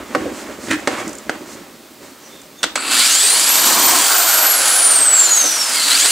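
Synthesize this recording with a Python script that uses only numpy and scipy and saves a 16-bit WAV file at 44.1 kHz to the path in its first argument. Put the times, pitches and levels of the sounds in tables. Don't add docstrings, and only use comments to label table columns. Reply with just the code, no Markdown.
import sys
import numpy as np
from scipy import signal
from scipy.fft import rfft, irfft
from scipy.io import wavfile
from scipy.ndimage import uniform_filter1d

SR = 44100
rng = np.random.default_rng(int(sys.argv[2]) if len(sys.argv) > 2 else 0)


def wrap_up_sound(samples):
    columns = np.atleast_2d(samples).T
    tamed = np.clip(columns, -1, 1)
    steps = np.round(tamed * 32767).astype(np.int16)
    wavfile.write(sys.argv[1], SR, steps)


N = 269451
TIME = np.arange(N) / SR
HIGHEST_HZ = 15780


# (middle [s], length [s], change [dB])
SURGES = [(3.046, 0.076, 1), (4.702, 0.25, 2), (5.094, 0.13, -4.5), (5.707, 0.072, 2.5)]
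def drill():
    speed, current = shaft_speed(), motor_current()
    strain = current * np.exp(-speed / 130)
    ripple, mains = np.sin(2 * np.pi * 120 * TIME), np.sin(2 * np.pi * 60 * TIME)
    wobble = current * (.5 + 6 * strain) * (ripple + mains + drift(200)) + .15 * drift(60)
    angle = 2 * np.pi * np.cumsum(speed + wobble) / SR
    air = running_gain(speed, strain, top_db=-20, doubling_db=4.34, strain_db=-4.7)
    rattle = running_gain(speed, strain, top_db=-19, doubling_db=3.64, strain_db=25.3) * humps(SURGES)
    hiss = running_gain(speed, strain, top_db=-15.5, doubling_db=3.74, strain_db=13.6) * humps(SURGES)
    hiss /= 1 + (73 / speed) ** 6
    tones = (fan_whine(angle, speed, current, strain)
             + rattle * powered_whine(angle, current, strain)
             + hiss * coasting_whine(angle, speed, current)
             + air * rotor_hum(angle, speed))
    spun_up = np.clip(speed / 60 - 1, 0, 1)
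    throb = amp(2.6 * strain * ripple + 1.08 * drift(72))
    return (np.sqrt(2) * spun_up * tones
            + rattle * gear_rattle(angle, speed, throb)
            + hiss * brush_hiss(speed, throb)
            + air * cooling_air(speed, current))


# (time [s], speed [turns/s])
SPIN_UP = [(2.755, 2.5), (2.9, 62.5), (3.05, 134), (3.2, 191.5), (3.35, 240), (3.5, 292), (3.62, 316.5),
           (3.8, 347.5), (4.09, 377.8)]
# (time [s], speed [turns/s])
RESTART = [(5.87, 109), (5.935, 109), (6.0, 167), (6.06, 214.5), (6.11, 245)]
def shaft_speed():
    friction_loss, drag_speed = 92, 295.3
    off_s, top = SPIN_UP[-1]
    coast = drag_speed * np.tan(np.arctan(top / drag_speed) - friction_loss / drag_speed * (TIME - off_s))
    speed = np.select([TIME < off_s, TIME < RESTART[0][0]], [curve(SPIN_UP), coast], curve(RESTART))
    return uniform_filter1d(speed, size=2400, mode="nearest")


# (pressed [s], released [s])
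PULLS = [(2.755, 4.06), (5.735, 6.2)]
def motor_current():
    part, full = .52, .949
    return sum((part * (TIME >= on) + (full - part) * ramp(on + .125, .043)) * (1 - ramp(off, .048))
               for on, off in PULLS)


def running_gain(speed, strain, top_db, doubling_db, strain_db):
    doublings = np.log2(np.maximum(speed, 20) / speed.max())
    return amp(top_db + doubling_db * doublings + strain_db * strain) * (TIME >= PULLS[0][0])


# (pitch [Hz], level [dB])
FAN_RESPONSE = [(4500, -16.5), (5150, -30), (5450, -20.5), (5750, -23), (6400, -14), (7300, -10),
                (8500, -12.5), (9350, -11), (10800, -21), (11800, -13.5), (13500, -18), (14300, -16.5),
                (15100, -24)]
# (delay [s], gain [ratio])
TUB_ECHOES = [(.0031, 0.24), (.0074, -0.2), (0.0128, .17), (0.022, -0.21)]
# (middle [s], length [s], change [dB])
WHINE_DIPS = [(4.02, .1, -7), (5.283, 0.054, -18), (6.09, .24, -3)]
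def fan_whine(angle, speed, current, strain, blades=40):
    gain = amp(read(FAN_RESPONSE, blades * speed) - 2.5 * current - 12 * strain)
    flicker = amp((.9 + 1.6 * current) * drift(45) - .5)
    tone = gain * flicker * np.sin(blades * angle)
    echoes = sum(share * np.interp(TIME - delay, TIME, tone) for delay, share in TUB_ECHOES)
    return (tone + echoes) * humps(WHINE_DIPS)


# (pitch [cycles/turn], level [dB])
POWERED_TONES = [(9, -11), (12, -12.5), (18, -10), (27, -16), (36, -11)]
# (frequency [Hz], level [dB])
GEARBOX = [(60, -38), (140, -52), (290, -2.5), (480, -24.5), (850, -16), (1600, -3), (2500, -1.5),
           (3100, 1.5), (3700, 3.5), (4450, 4), (5400, -3.5), (6300, -7), (7200, 2), (16000, -19.5)]
def powered_whine(angle, current, strain):
    tones = sum(amp(db) * (.8 + .6 * drift(60)) * np.sin(k * angle) for k, db in POWERED_TONES)
    return (.06 + .2 * current + 1.5 * strain) * colour(tones, GEARBOX)


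# (pitch [cycles/turn], level [dB])
COASTING_TONES = [(24, -17.5), (36, -14), (42, -17), (48, -17), (60, -21), (72, -22), (80, -20), (84, -26)]
# (frequency [Hz], level [dB])
CASING_RESPONSE = [(2500, -16), (3300, -8), (3700, 0), (4220, 7), (4600, -6), (6000, -3), (7500, 3),
                   (10000, -2), (12500, 0), (15500, -4)]
def coasting_whine(angle, speed, current):
    tones = sum(amp(db + 4 * drift(14)) * np.sin(k * angle) * (k * speed < HIGHEST_HZ)
                for k, db in COASTING_TONES)
    return (1 - current) * np.minimum(170 / speed, 1) ** 2 * colour(tones, CASING_RESPONSE)


def rotor_hum(angle, speed):
    tones = amp(-15) * np.sin(2 * angle) + amp(-14) * np.sin(3 * angle)
    return tones * (.7 + .7 * drift(25)) * speed / speed.max()


# (pitch [Hz], width [Hz], level [dB])
FAST_RING = [(1646, 60, -5), (2360, 90, -3), (3040, 130, -3), (4430, 170, 3), (4870, 130, 2),
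             (7250, 260, -1), (7865, 170, 1), (9400, 320, 2), (11600, 260, -8), (14430, 300, -14)]
# (pitch [Hz], width [Hz], level [dB])
SLOW_RING = [(274, 77, 2), (1320, 380, 3), (2300, 100, 4.5), (2620, 140, 3), (4240, 270, -2), (4590, 24, 9),
             (7400, 610, -7), (8020, 48, 12), (10150, 360, -12)]
def gear_rattle(angle, speed, throb, teeth=9):
    chatter = unit(noise() * (1 + .24 * np.cos(teeth * angle)) * (1 + .13 * np.cos(angle)))
    strikes = amp(-2) * unit(chatter + .4 * grains(1500, 4.7)) * throb
    fast = colour(strikes, GEARBOX) + .742 * resound(noise() * throb, FAST_RING)
    slow_share = np.exp(-(speed / 85) ** 2)
    return np.sqrt(1 - slow_share) * fast + np.sqrt(slow_share) * resound(strikes, SLOW_RING)


# (frequency [Hz], level [dB])
BRUSH_COLOUR = [(2000, -40), (5500, -3.5), (6600, -2), (7200, 0), (7900, 1), (8900, -2), (9400, -4),
                (10200, -9), (11000, -9), (11600, -6), (12700, -14), (14400, -12), (16000, -19)]
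def brush_hiss(speed, throb):
    sparks = colour(unit(noise() + .5 * grains(2500, 9)) * throb, BRUSH_COLOUR)
    treble = signal.sosfiltfilt(highpass(3, 10300), sparks)
    treble_gain = amp(.65 * (speed / speed.max() - 4))
    return amp(-1.07) * (sparks + treble * (treble_gain - 1))


# (frequency [Hz], level [dB])
AIR_COLOUR = [(60, -37), (140, -37.5), (290, -12), (420, -11.5), (680, -4.5), (950, -5.5), (1130, -5.5),
              (1370, -2.5), (1900, -7), (3000, -9.5), (8000, -56)]
# (pitch [Hz], width [Hz], level [dB])
VENT_RING = [(710, 75, -8), (1376, 200, -3.5), (1574, 132, -5.5)]
def cooling_air(speed, current):
    wind = amp(-1.5 - .5 * current) * colour(noise() * amp(1.47 * drift(24)), AIR_COLOUR)
    roar = amp(-2.5) * (1 - current) * speed / 320 * resound(noise(), VENT_RING)
    return wind + roar


# (time [s], level [dB])
CUT_LEVEL = [(3.3, -33), (3.55, -29), (3.68, -20.5), (3.9, -20), (4.02, -23.5), (4.12, -65)]
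# (frequency [Hz], level [dB])
CUT_COLOUR = [(40, -42), (120, -15), (220, -6), (330, 1), (450, -8), (750, -3.5), (1000, 6.5), (1300, -3),
              (3000, -31), (5400, -12), (5900, 3), (6400, -18), (14000, -37)]
def boring():
    bites = unit(noise() + .6 * grains(500, 2.4)) * amp(.94 * drift(50))
    return level(CUT_LEVEL) * colour(bites, CUT_COLOUR)


# (time [s], boom [dB], clack [dB], click [dB], contact [s])
KNOCKS = [(0.1495, -7.5, -7.5, -21.5, 0.0018), (.257, -18.5, -42, -52, .004), (.263, -14.5, -42, -53, .002),
          (0.684, -29, -34, -30, .004), (.710, -23, -33, -39, .006), (0.8739, -9, -9.5, -16.5, 0.0029),
          (1.2947, -20.5, -9.5, -21, 0.00081), (2.03, -43, -42, -41, .004), (2.6306, -41, -18, -11, 0.0024),
          (2.639, -22, -9, -14, 0.00081), (2.661, -42, -41, -35, 0.018), (2.757, -24, -18.5, -11.5, 0.002),
          (5.44, -17.5, -30, -51, 0.0032)]
# (pitch [Hz], level [dB], time to fade 60 dB [s])
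TUB_RING = [(126, -29, 0.2), (251, -9, 0.18), (289, -2, 0.098), (319.5, -5, 0.49), (378.5, -0.5, 0.12),
            (371, -0.5, 0.13), (451, -12.5, 0.19), (492, 0, 0.16), (580, 9, 0.042), (760, -5, 0.22),
            (915, -18, 0.16), (1103, -13, 0.37)]
# (frequency [Hz], level [dB])
CLACK_COLOUR = [(40, -49), (120, -4), (400, 3.5), (900, 5.5), (1500, 7), (2300, -0.5), (3500, -12.5),
                (6000, -31), (14000, -38)]
# (frequency [Hz], level [dB])
CLICK_COLOUR = [(60, -48), (500, 2), (2000, 9), (3500, 12), (4700, 10), (6500, 7), (8200, 7), (10500, -3.5),
                (16000, -19)]
def knocks():
    push, crack, clack, click = np.zeros((4, N))
    for s, boom_db, clack_db, click_db, contact_s in KNOCKS:
        push[int(s * SR)] = amp(boom_db + 22.5)
        crack[int(s * SR)] = amp(clack_db + 14.5)
        clack += amp(clack_db) * burst(s, contact_s + .003)
        click += amp(click_db) * burst(s, contact_s + .0049)
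    boom = signal.sosfilt(highpass(2, 130), ring(push, TUB_RING))
    return boom + colour(crack + clack * noise(), CLACK_COLOUR) + colour(click * noise(), CLICK_COLOUR)


# (time [s], relative level [dB])
TICKS = [(.802, -40), (1.078, -27.5), (1.093, -31), (1.131, -33), (1.152, -32), (1.184, -31.5),
         (2.416, -39.5)]
# (frequency [Hz], level [dB])
TICK_COLOUR = [(2060, -69), (3500, -13), (4410, -13), (4550, -9), (5040, -5), (7490, 7.5), (9330, -6),
               (15000, -20)]
def ticks():
    taps = sum(amp(db) * burst(s, .0038) for s, db in TICKS)
    return amp(4) * colour(taps * noise(), TICK_COLOUR)


# (middle [s], length [s], rumble [dB], rub [dB], swish [dB])
SHIFTS = [(0, 0.12, -27, -33.5, -53), (0.208, 0.46, -24.5, -32.5, -43), (0.392, 0.24, -31.5, -35.5, -38),
          (0.504, 0.19, -27, -34.5, -44), (.66, .2, -31, -37, -36.5), (0.827, 0.17, -35, -36, -45),
          (0.925, 0.16, -28.5, -24.5, -35), (0.996, .11, -28, -25, -34.5), (1.057, 0.26, -26, -33, -41.5),
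          (1.266, 0.091, -36, -61, -59), (1.34, .14, -50, -34, -50), (1.516, 0.16, -34, -45, -39.5),
          (2.06, 0.21, -36.5, -43.5, -47), (2.31, 0.51, -60, -46, -49), (2.684, 0.22, -35.5, -37.5, -47)]
# (frequency [Hz], level [dB])
RUMBLE_COLOUR = [(24, -55), (40, -19), (102, -12.5), (140, -16.5), (235, -3), (371, -1), (445, -12),
                 (625, -8), (685, -34), (900, -37), (1170, -32), (1980, -120)]
# (frequency [Hz], level [dB])
RUB_COLOUR = [(290, -25.5), (500, 2), (1080, 0), (1170, 1), (1650, -2), (2140, -3), (3880, -12.5),
              (6000, -60), (7800, -38), (13200, -120)]
# (frequency [Hz], level [dB])
SWISH_COLOUR = [(2350, -32), (4000, -5), (4280, -1.5), (5170, -3.5), (7570, -0.5), (11300, -13.5),
                (15100, -22), (15600, -28)]
def handling():
    grip_db = np.array([[-35], [-40.5], [-48]])
    settle_db = -7.5 * ramp(1.585, .18)
    grip = amp(grip_db + settle_db) * (TIME < PULLS[0][0])
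    shift_power = sum((amp(db)[:, None] * swell(s, length_s)) ** 2 for s, length_s, *db in SHIFTS)
    drumming, rubbing, swishing = np.sqrt(grip ** 2 + shift_power)
    rumble = amp(-4.5) * drumming * colour(noise() * amp(3.3 * drift(32)), RUMBLE_COLOUR)
    rub = amp(-.5) * rubbing * colour(unit(noise() + .5 * grains(400, 3.1)), RUB_COLOUR)
    swish = swishing * colour(unit(noise() + .28 * grains(700, 4)), SWISH_COLOUR)
    return rumble + rub + swish


# (time [s], hiss [dB], groan [dB])
SKID_LEVEL = [(.67, -35, -52), (.7, -30.5, -19), (.712, -15.5, -16), (.73, -18.5, -19), (.748, -25, -25),
              (.77, -36, -23), (.8, -32, -48)]
# (frequency [Hz], level [dB])
SKID_COLOUR = [(290, -41), (500, -17), (962, -9), (1910, 2), (2230, -11), (2500, -1.5), (2680, -10),
               (4940, -19.5), (5860, -18), (8610, -16.5), (15000, -41)]
# (frequency [Hz], level [dB])
GROAN_COLOUR = [(60, -36), (120, -21.5), (170, -31), (255, -17), (295, 0), (320, -1), (360, -24),
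                (700, -31), (1500, -49)]
def skid():
    slips = unit(noise() + grains(858, 2.7)) * (TIME < SKID_LEVEL[-1][0])
    hiss = level(SKID_LEVEL) * colour(slips, SKID_COLOUR)
    groan = level(SKID_LEVEL, column=2) * colour(slips, GROAN_COLOUR)
    return hiss + groan


# (middle [s], length [s], pitch [Hz], level [dB], width [Hz])
SQUEAKS = [(2.26, .12, 5900, -47, 350), (2.335, .1, 3600, -42, 110), (2.39, .14, 3620, -51, 200),
           (2.595, .07, 3590, -44, 130), (2.6, .07, 6450, -46, 300)]
def squeak(s, length_s, hz, db, width_hz):
    phase = 2 * np.pi * hz * TIME
    tone = drift(width_hz) * np.sin(phase) + drift(width_hz) * np.cos(phase)
    return amp(db) * swell(s, length_s) * tone


# (frequency [Hz], level [dB])
ROOM_COLOUR = [(25, -17), (60, -19), (190, 1.5), (350, -5), (800, -10), (1500, -16), (4000, -8.5),
               (8000, -13.5), (10000, -15), (15500, -13.5)]
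def room_tone():
    return amp(-44.5) * colour(noise(), ROOM_COLOUR) + amp(-58) * np.sin(2 * np.pi * 8400 * TIME)


# (frequency [Hz], time to fade 60 dB [s])
ROOM_FADE = [(150, 0.2), (1000, 0.16), (4000, 0.37), (14000, 0.02)]
def room_echoes(x):
    taps = rng.standard_normal((2, SR // 2)) * (rng.random((2, SR // 2)) < .08)
    taps[:, :SR // 300] = 0
    hz, t, spectrum = signal.stft(taps, SR, nperseg=256)
    fade = amp(-60 * t / read(ROOM_FADE, hz)[:, None])
    tail = signal.istft(spectrum * fade, SR, nperseg=256)[1]
    return signal.fftconvolve(x[None], tail / np.linalg.norm(tail[0]), axes=1)[:, :N]


def amp(db):
    return 10 ** (np.asarray(db) / 20)


def unit(x):
    return x / np.sqrt(np.mean(x ** 2) + 1e-20)


def curve(rows, column=1):
    rows = np.asarray(rows, float)
    return np.interp(TIME, rows[:, 0], rows[:, column])


def level(rows, column=1):
    return amp(curve(rows, column)) * (TIME >= rows[0][0])


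def ramp(s, length_s):
    return np.clip((TIME - s) / length_s, 0, 1)


def burst(s, decay_s):
    return np.exp(-np.maximum(TIME - s, 0) / decay_s) * (TIME >= s)


def swell(s, length_s):
    return np.cos(np.pi * np.clip((TIME - s) / length_s, -.5, .5)) ** 2


def humps(rows):
    return amp(sum(db * swell(s, length_s) for s, length_s, db in rows))


def noise():
    return rng.standard_normal(N)


def drift(hz):
    return unit(irfft(rfft(noise()) / (1 + (np.fft.rfftfreq(N, 1 / SR) / hz) ** 4), N))


def grains(per_s, spread_db):
    size = amp(spread_db * np.minimum(rng.exponential(1, N), 4))
    return unit(size * np.sign(noise()) * (rng.random(N) < per_s / SR))


def read(points, hz):
    frequencies, values = np.transpose(points)
    return np.interp(np.log(hz + 1), np.log(frequencies + 1), values)


def colour(x, points):
    log_gain = np.log(amp(read(points, abs(np.fft.fftfreq(4096, 1 / SR)))))
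    taps = np.fft.ifft(np.exp(np.conj(signal.hilbert(log_gain)))).real[:2048]
    return signal.oaconvolve(x, taps / np.linalg.norm(taps))[:N]


def highpass(order, hz):
    return signal.butter(order, hz, "high", fs=SR, output="sos")


def ring(x, modes):
    t = TIME[:SR // 2]
    body = sum(amp(db - 60 * t / fade_s) * np.sin(2 * np.pi * hz * t) * (-1) ** k
               for k, (hz, db, fade_s) in enumerate(modes))
    return signal.oaconvolve(x, body / np.linalg.norm(body))[:N]


def resound(x, resonances):
    return ring(x, [(hz, db + 20 * np.log10(width), np.log(1000) / np.pi / width)
                    for hz, width, db in resonances])


def scene():
    tool = drill() + boring()
    tub = knocks() + ticks() + handling() + skid() + sum(squeak(*row) for row in SQUEAKS)
    middle = tool + room_tone()
    direct = middle * amp([[-.4], [0]]) + tub * amp([[-1.2], [.9]])
    return direct + room_echoes(amp(-15.5) * middle + amp(-13) * tub)


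def record(dry):
    thin = signal.sosfilt(highpass(2, 50), dry)
    rounded = thin / (1 + abs(thin) ** 6) ** (1 / 6)
    lowpass = signal.firwin(511, HIGHEST_HZ, window=("kaiser", 9), fs=SR)
    return signal.oaconvolve(rounded, lowpass[None], "same", axes=1)


dry = scene()
out = record(dry)
wrap_up_sound(out)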